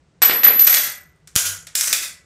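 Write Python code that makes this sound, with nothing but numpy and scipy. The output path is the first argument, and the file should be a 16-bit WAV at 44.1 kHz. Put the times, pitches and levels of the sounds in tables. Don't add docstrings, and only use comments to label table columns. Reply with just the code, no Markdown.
import sys
import numpy as np
from scipy import signal
from scipy.fft import rfft, irfft
from scipy.io import wavfile
from scipy.ndimage import uniform_filter1d

SR = 44100
rng = np.random.default_rng(int(sys.argv[2]) if len(sys.argv) > 2 else 0)


def transcribe(u):
    v = np.clip(np.atleast_2d(u).T, -1, 1)
    q = np.round(v * 32767).astype(np.int16)
    wavfile.write(sys.argv[1], SR, q)


N = 99225


def amp(db):
    return 10 ** (np.asarray(db) / 20)


def unit(x):
    return x / np.sqrt(np.sum(x ** 2) + 1e-20)


def read(points, hz):
    f, value = np.transpose(points)
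    return np.interp(np.log(hz + 1), np.log(f + 1), value)


def add(mix, start_s, sound):
    part = mix[max(round(start_s * SR), 0):][:len(sound)]
    part += sound[:len(part)]


# f/Hz, level/dB
HUSH_SPECTRUM = [(20, -49), (66, -5), (123, -16), (161, -3), (200, -21), (400, -21.5), (800, -29),
                 (2000, -24), (9000, -31), (16000, -49.5)]


def hush():
    spectrum = rfft(rng.standard_normal(N)) * amp(read(HUSH_SPECTRUM, np.fft.rfftfreq(N, 1 / SR)))
    return amp(-55) * np.sqrt(N) * unit(irfft(spectrum, N))


PART_RESONANCES = [(1, 1), (1.43, 0.64), (2.1, .5)]
RESONANCE_WIDTH = 0.07


def colour(x, points, tilt_db, peak_hz, peak_db, size=2048):
    hz = abs(np.fft.fftfreq(size, 1 / SR))
    peaks_db = 0
    for ratio, share in PART_RESONANCES:
        distance = (hz / (ratio * peak_hz) - 1) / RESONANCE_WIDTH
        peaks_db = peaks_db + share * peak_db / (1 + distance ** 2)
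    slope_db = tilt_db * np.log2(np.maximum(hz, 200))
    log_gain = np.log(amp(read(points, hz) + peaks_db + slope_db))
    taps = np.fft.ifft(np.exp(np.conj(signal.hilbert(log_gain)))).real
    return signal.fftconvolve(x, unit(taps[:size // 2]))


def contact(decay_s, size=4096):
    fade = np.exp(-np.arange(size) / SR / max(decay_s, 1e-4))
    spectrum = rfft(rng.standard_normal(size) * fade)
    even = irfft(spectrum / (abs(spectrum) + 1e-12))
    return unit(even * np.sqrt(fade)) * np.linalg.norm(fade)


def blows(rows, points):
    out = np.zeros(N)
    for start_s, db, tilt_db, decay_s, peak_hz, peak_db, *_ in rows:
        burst = colour(contact(decay_s), points, tilt_db, peak_hz, peak_db)
        add(out, start_s, amp(db) * burst)
    return out


# f/Hz, time to fall 60 dB/s
ROOM_DECAY = [(100, 1), (400, 0.39), (1500, 0.57), (3500, 0.41), (7500, 0.43), (11000, 0.49), (15000, 0.46)]
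ROOM_GAP_S, ROOM_RISE_S = 0.0013, 0.011


def tail():
    hz, t, bands = signal.stft(rng.standard_normal(SR), SR, nperseg=256)
    fade = amp(-60 * t / read(ROOM_DECAY, hz)[:, None])
    reflections = signal.istft(bands * fade, SR, nperseg=256)[1][:SR]
    build_up = np.clip((np.arange(SR) / SR - ROOM_GAP_S) / ROOM_RISE_S, 0, 1)
    return unit(reflections * build_up)


ECHO_S = 0.084


def room(x, wet_db, late_db=0):
    response = tail()
    add(response, ECHO_S, amp(-22 + late_db) * unit(contact(decay_s=0.0032)))
    add(response, ECHO_S, amp(-6.5 + late_db) * tail())
    return x + amp(wet_db) * signal.fftconvolve(x, response)[:N]


# t/s, clack level/dB, tilt/(dB/octave), decay setting/s, resonance f/Hz,
# resonance level/dB, relative level of the case ring/dB
BOUNCE_HITS = [(.219, -11, -2, 0.005, 8000, 11.5, -6), (.2243, -9, 2, 0.0033, 5500, 6.5, -4.5),
               (.4335, -14, -1, 0.0051, 1900, 12, -2.5), (.4405, -10.5, 6, 0.0039, 14000, 3.5, -2),
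               (.5925, -19.5, 2, 0.021, 13000, 8, -2), (0.668, -14, 3.5, 0.018, 13500, 9, -5.5)]
# f/Hz, level/dB
BOUNCE_SPECTRUM = [(60, -35), (200, -21), (450, -9), (900, -6), (1800, -1), (3000, -4), (5500, -4.5),
                   (8000, -8.5), (10500, -12.5), (15000, -15)]
# f/Hz, relative level/dB
CASE_TONES = [(11986, 0), (12022, -6), (12066, -12), (11714, -26), (12333, -24)]
CASE_DB, CASE_RISE_S, CASE_T60_S = -3, 0.002, 0.42
TUMBLE_TURNS, TUMBLE_HZ, TUMBLE_HALF_SLOWING = 0.083, 29.92, 0.346


def cartridge():
    t = np.arange(N) / SR
    energy = np.zeros(N)
    for start_s, *_, ring_db in BOUNCE_HITS:
        level = amp(ring_db - 60 * t / CASE_T60_S) * (1 - np.exp(-t / CASE_RISE_S))
        add(energy, start_s, level ** 2)
    tumble_turns = TUMBLE_HZ * t * (1 - TUMBLE_HALF_SLOWING * t) + rng.random()
    waver = TUMBLE_TURNS * np.sin(2 * np.pi * tumble_turns)
    tones = np.zeros(N)
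    for hz, db in CASE_TONES:
        tones += amp(CASE_DB + db) * np.sin(2 * np.pi * (hz * t + waver + rng.random()))
    ring = np.sqrt(energy) * tones
    clacks = blows(BOUNCE_HITS, BOUNCE_SPECTRUM)
    return room(clacks, wet_db=2.5, late_db=-5) + room(ring, wet_db=-5, late_db=-5)


# t/s, level/dB, tilt/(dB/octave), decay setting/s,
# resonance f/Hz, resonance level/dB
KNOCK_HITS = [(.228, -18.5, 3, 0.028, 5540, -3), (.2945, -15, -1.5, 0.0099, 330, 5),
              (.308, -18, 1, 0.022, 193, 7), (.333, -28, -4.5, 0.018, 472, 14),
              (.447, -18, 3, 0.015, 1440, 10), (.464, -16, -0.5, .012, 1220, 9.5),
              (.483, -19, -1, 0.02, 480, 7), (.505, -25.5, -3.5, 0.0073, 284, 12.5),
              (.555, -39, -9, 0.018, 280, 9.5)]
# f/Hz, level/dB
KNOCK_SPECTRUM = [(60, -25), (180, -14.5), (350, -6.5), (900, -6.5), (1800, 0.5), (3000, -4), (5000, -7),
                  (6500, -25), (10000, -24), (15000, -27.5)]


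def knocks():
    return room(blows(KNOCK_HITS, KNOCK_SPECTRUM), wet_db=-3.5, late_db=-5)


def ringing(modes):
    t = np.arange(SR) / SR
    out = np.zeros(SR)
    for hz, db, t60_s in modes:
        out += amp(db - 60 * t / t60_s) * np.sin(2 * np.pi * (hz * t + rng.random()))
    return out


# f/Hz, relative level/dB, time to fall 60 dB/s
STEEL_TONES = [(1360, -8, .4), (1445, -6, .45), (1596, -6, .5), (1986, -4, .5), (2091, -6, .45),
               (2482, -3, .35), (3150, -1, .25), (3401, -2, .4), (5321, -2, .4), (6055, -2, .35),
               (7067, -1, .4), (7596, -2, .35), (9850, -3, .35), (13710, -1, .35)]


def steel(x, ring_db):
    return x + amp(ring_db) * signal.fftconvolve(x, unit(ringing(STEEL_TONES)))[:N]


# t/s, level/dB, tilt/(dB/octave), decay setting/s, resonance f/Hz,
# resonance level/dB
ACTION_CLACKS = [(.648, -17.5, 4, 0.005, 7600, 3.5), (.6745, -12.5, -1.5, 0.0089, 660, 3),
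                 (.700, -21.5, -3.5, 0.011, 750, 10.5), (.7275, -13, 0.5, 0.0047, 2000, 11.5),
                 (.7415, -8, 1, 0.0042, 1950, 0), (.7462, -7, 1.5, 0.0046, 5800, -2),
                 (.7645, -29, 1, 0.00067, 6200, 13.5), (.769, -13.5, -2, 0.0092, 700, -2),
                 (1.161, -41, 15, 0.0033, 9000, 12), (1.274, -34, 2.5, 0.015, 1090, 8.5),
                 (1.669, -31, 0, 0.016, 7300, 0.5), (1.7535, -10, 2, 0.005, 5330, 5),
                 (1.7825, -36, -5, 0.0018, 7600, -6), (1.810, -9, .5, 0.0037, 5800, 10.5),
                 (1.8815, -18, .5, 0.0016, 5500, 1), (1.899, -9, 16, .001, 8600, 5),
                 (1.9285, -7.5, 1, 0.0082, 2500, 7.5), (1.938, -9, 5, 0.001, 2290, 7.5)]
# f/Hz, level/dB
CLACK_SPECTRUM = [(60, -40.5), (280, -37), (430, -20.5), (570, -5.5), (950, -13.5), (1400, -0.5), (2000, 2),
                  (3000, -1.5), (3600, 3), (4100, 2), (6000, 3), (8500, 1.5), (11000, -1.5), (15000, -4)]
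# start t/s, length/s, level/dB, tilt/(dB/octave), squeak f/Hz
BOLT_SLIDES = [(0.65, 0.14, -30.5, -4.5, 6300), (1.751, .055, -22, 0, 7400),
               (1.815, 0.031, -22.5, -1.5, 8600), (1.849, 0.025, -27, 3, 6100),
               (1.873, 0.011, -19, -2, 5900), (1.903, 0.048, -31.5, -5, 4950)]
# f/Hz, level/dB
SCRAPE_SPECTRUM = [(100, -36.5), (900, -21.5), (1800, -7.5), (3500, -9.5), (5800, -1), (8200, -3.5),
                   (11000, -6.5), (15000, -10.5)]
SLIPS_PER_S, SLIP_SPREAD_DB, SQUEAK_DB = 3500, 2, 8


def action():
    out = blows(ACTION_CLACKS, CLACK_SPECTRUM)
    for start_s, length_s, db, tilt_db, squeak_hz in BOLT_SLIDES:
        chance = rng.random(SR)
        sign_draw, level_draw = rng.standard_normal((2, SR))
        n = int(length_s * SR)
        happens = chance < SLIPS_PER_S / SR
        slips = (happens * np.sign(sign_draw) * amp(SLIP_SPREAD_DB * level_draw))[:n]
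        scrape = colour(unit(slips), SCRAPE_SPECTRUM, tilt_db, squeak_hz, SQUEAK_DB)
        add(out, start_s, amp(db) * np.sqrt(n) * scrape)
    return room(steel(out, ring_db=-20), wet_db=-1)


# t/s, level/dB, tilt/(dB/octave), decay setting/s,
# resonance f/Hz, resonance level/dB
HAMMER_HITS = [(1.3557, -10.5, 2.5, 0.0016, 550, 9.5), (1.3613, -3, 2.5, 0.0037, 3205, 7)]
# f/Hz, level/dB
HAMMER_SPECTRUM = [(60, -7), (300, -10.5), (600, -1.5), (950, -7.5), (1400, 3.5), (2200, -2), (3200, -1),
                   (4200, -0.5), (7300, 2.5), (11000, -2.5), (15000, -7)]
THUMP_DB, THUMP_HZ, THUMP_DECAY_S = -15, 89, 0.0043
BOOM_DB, BOOM_HZ, BOOM_DELAY_S, BOOM_WIDTH_S = -40.5, 96, 0.14, 0.074


def hammer():
    snap = steel(blows(HAMMER_HITS, HAMMER_SPECTRUM), ring_db=-16)
    out = room(snap, wet_db=1.5, late_db=2.0)
    t = np.arange(SR) / SR
    thump = amp(THUMP_DB) * np.exp(-t / THUMP_DECAY_S) * np.cos(2 * np.pi * THUMP_HZ * t)
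    swell = np.exp(-((t - BOOM_DELAY_S) / BOOM_WIDTH_S) ** 2)
    boom = amp(BOOM_DB) * swell * np.sin(2 * np.pi * BOOM_HZ * t)
    add(out, HAMMER_HITS[-1][0], thump + boom)
    return out


def scene():
    return (hush() + cartridge() + knocks() + action() + hammer())[None]


# f/Hz, deepest cut/dB
DEEPEST_CUT = [(150, 1.5), (700, 0), (2500, 13), (8000, 13), (15000, 37)]
OPEN_DB, KNEE_DB = -62, 6


def suppress(x):
    hz, _, bands = signal.stft(x, SR, nperseg=256, noverlap=192)
    power = uniform_filter1d(abs(bands) ** 2, size=9, axis=1)
    power = uniform_filter1d(power, size=5, axis=2)
    level_db = 10 * np.log10(abs(power) + 1e-16)
    shut = 0.5 - 0.5 * np.tanh((level_db - OPEN_DB) / (2 * KNEE_DB))
    gain = amp(-shut * read(DEEPEST_CUT, hz)[:, None])
    return signal.istft(bands * gain, SR, nperseg=256, noverlap=192)[1][:, :N]


def record(dry):
    clipped = np.clip(suppress(dry), -1, 1)
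    low_pass = signal.firwin(401, 15600, window=("kaiser", 8), fs=SR)
    return signal.oaconvolve(clipped, low_pass[None], "same")


dry = scene()
out = record(dry)
transcribe(out)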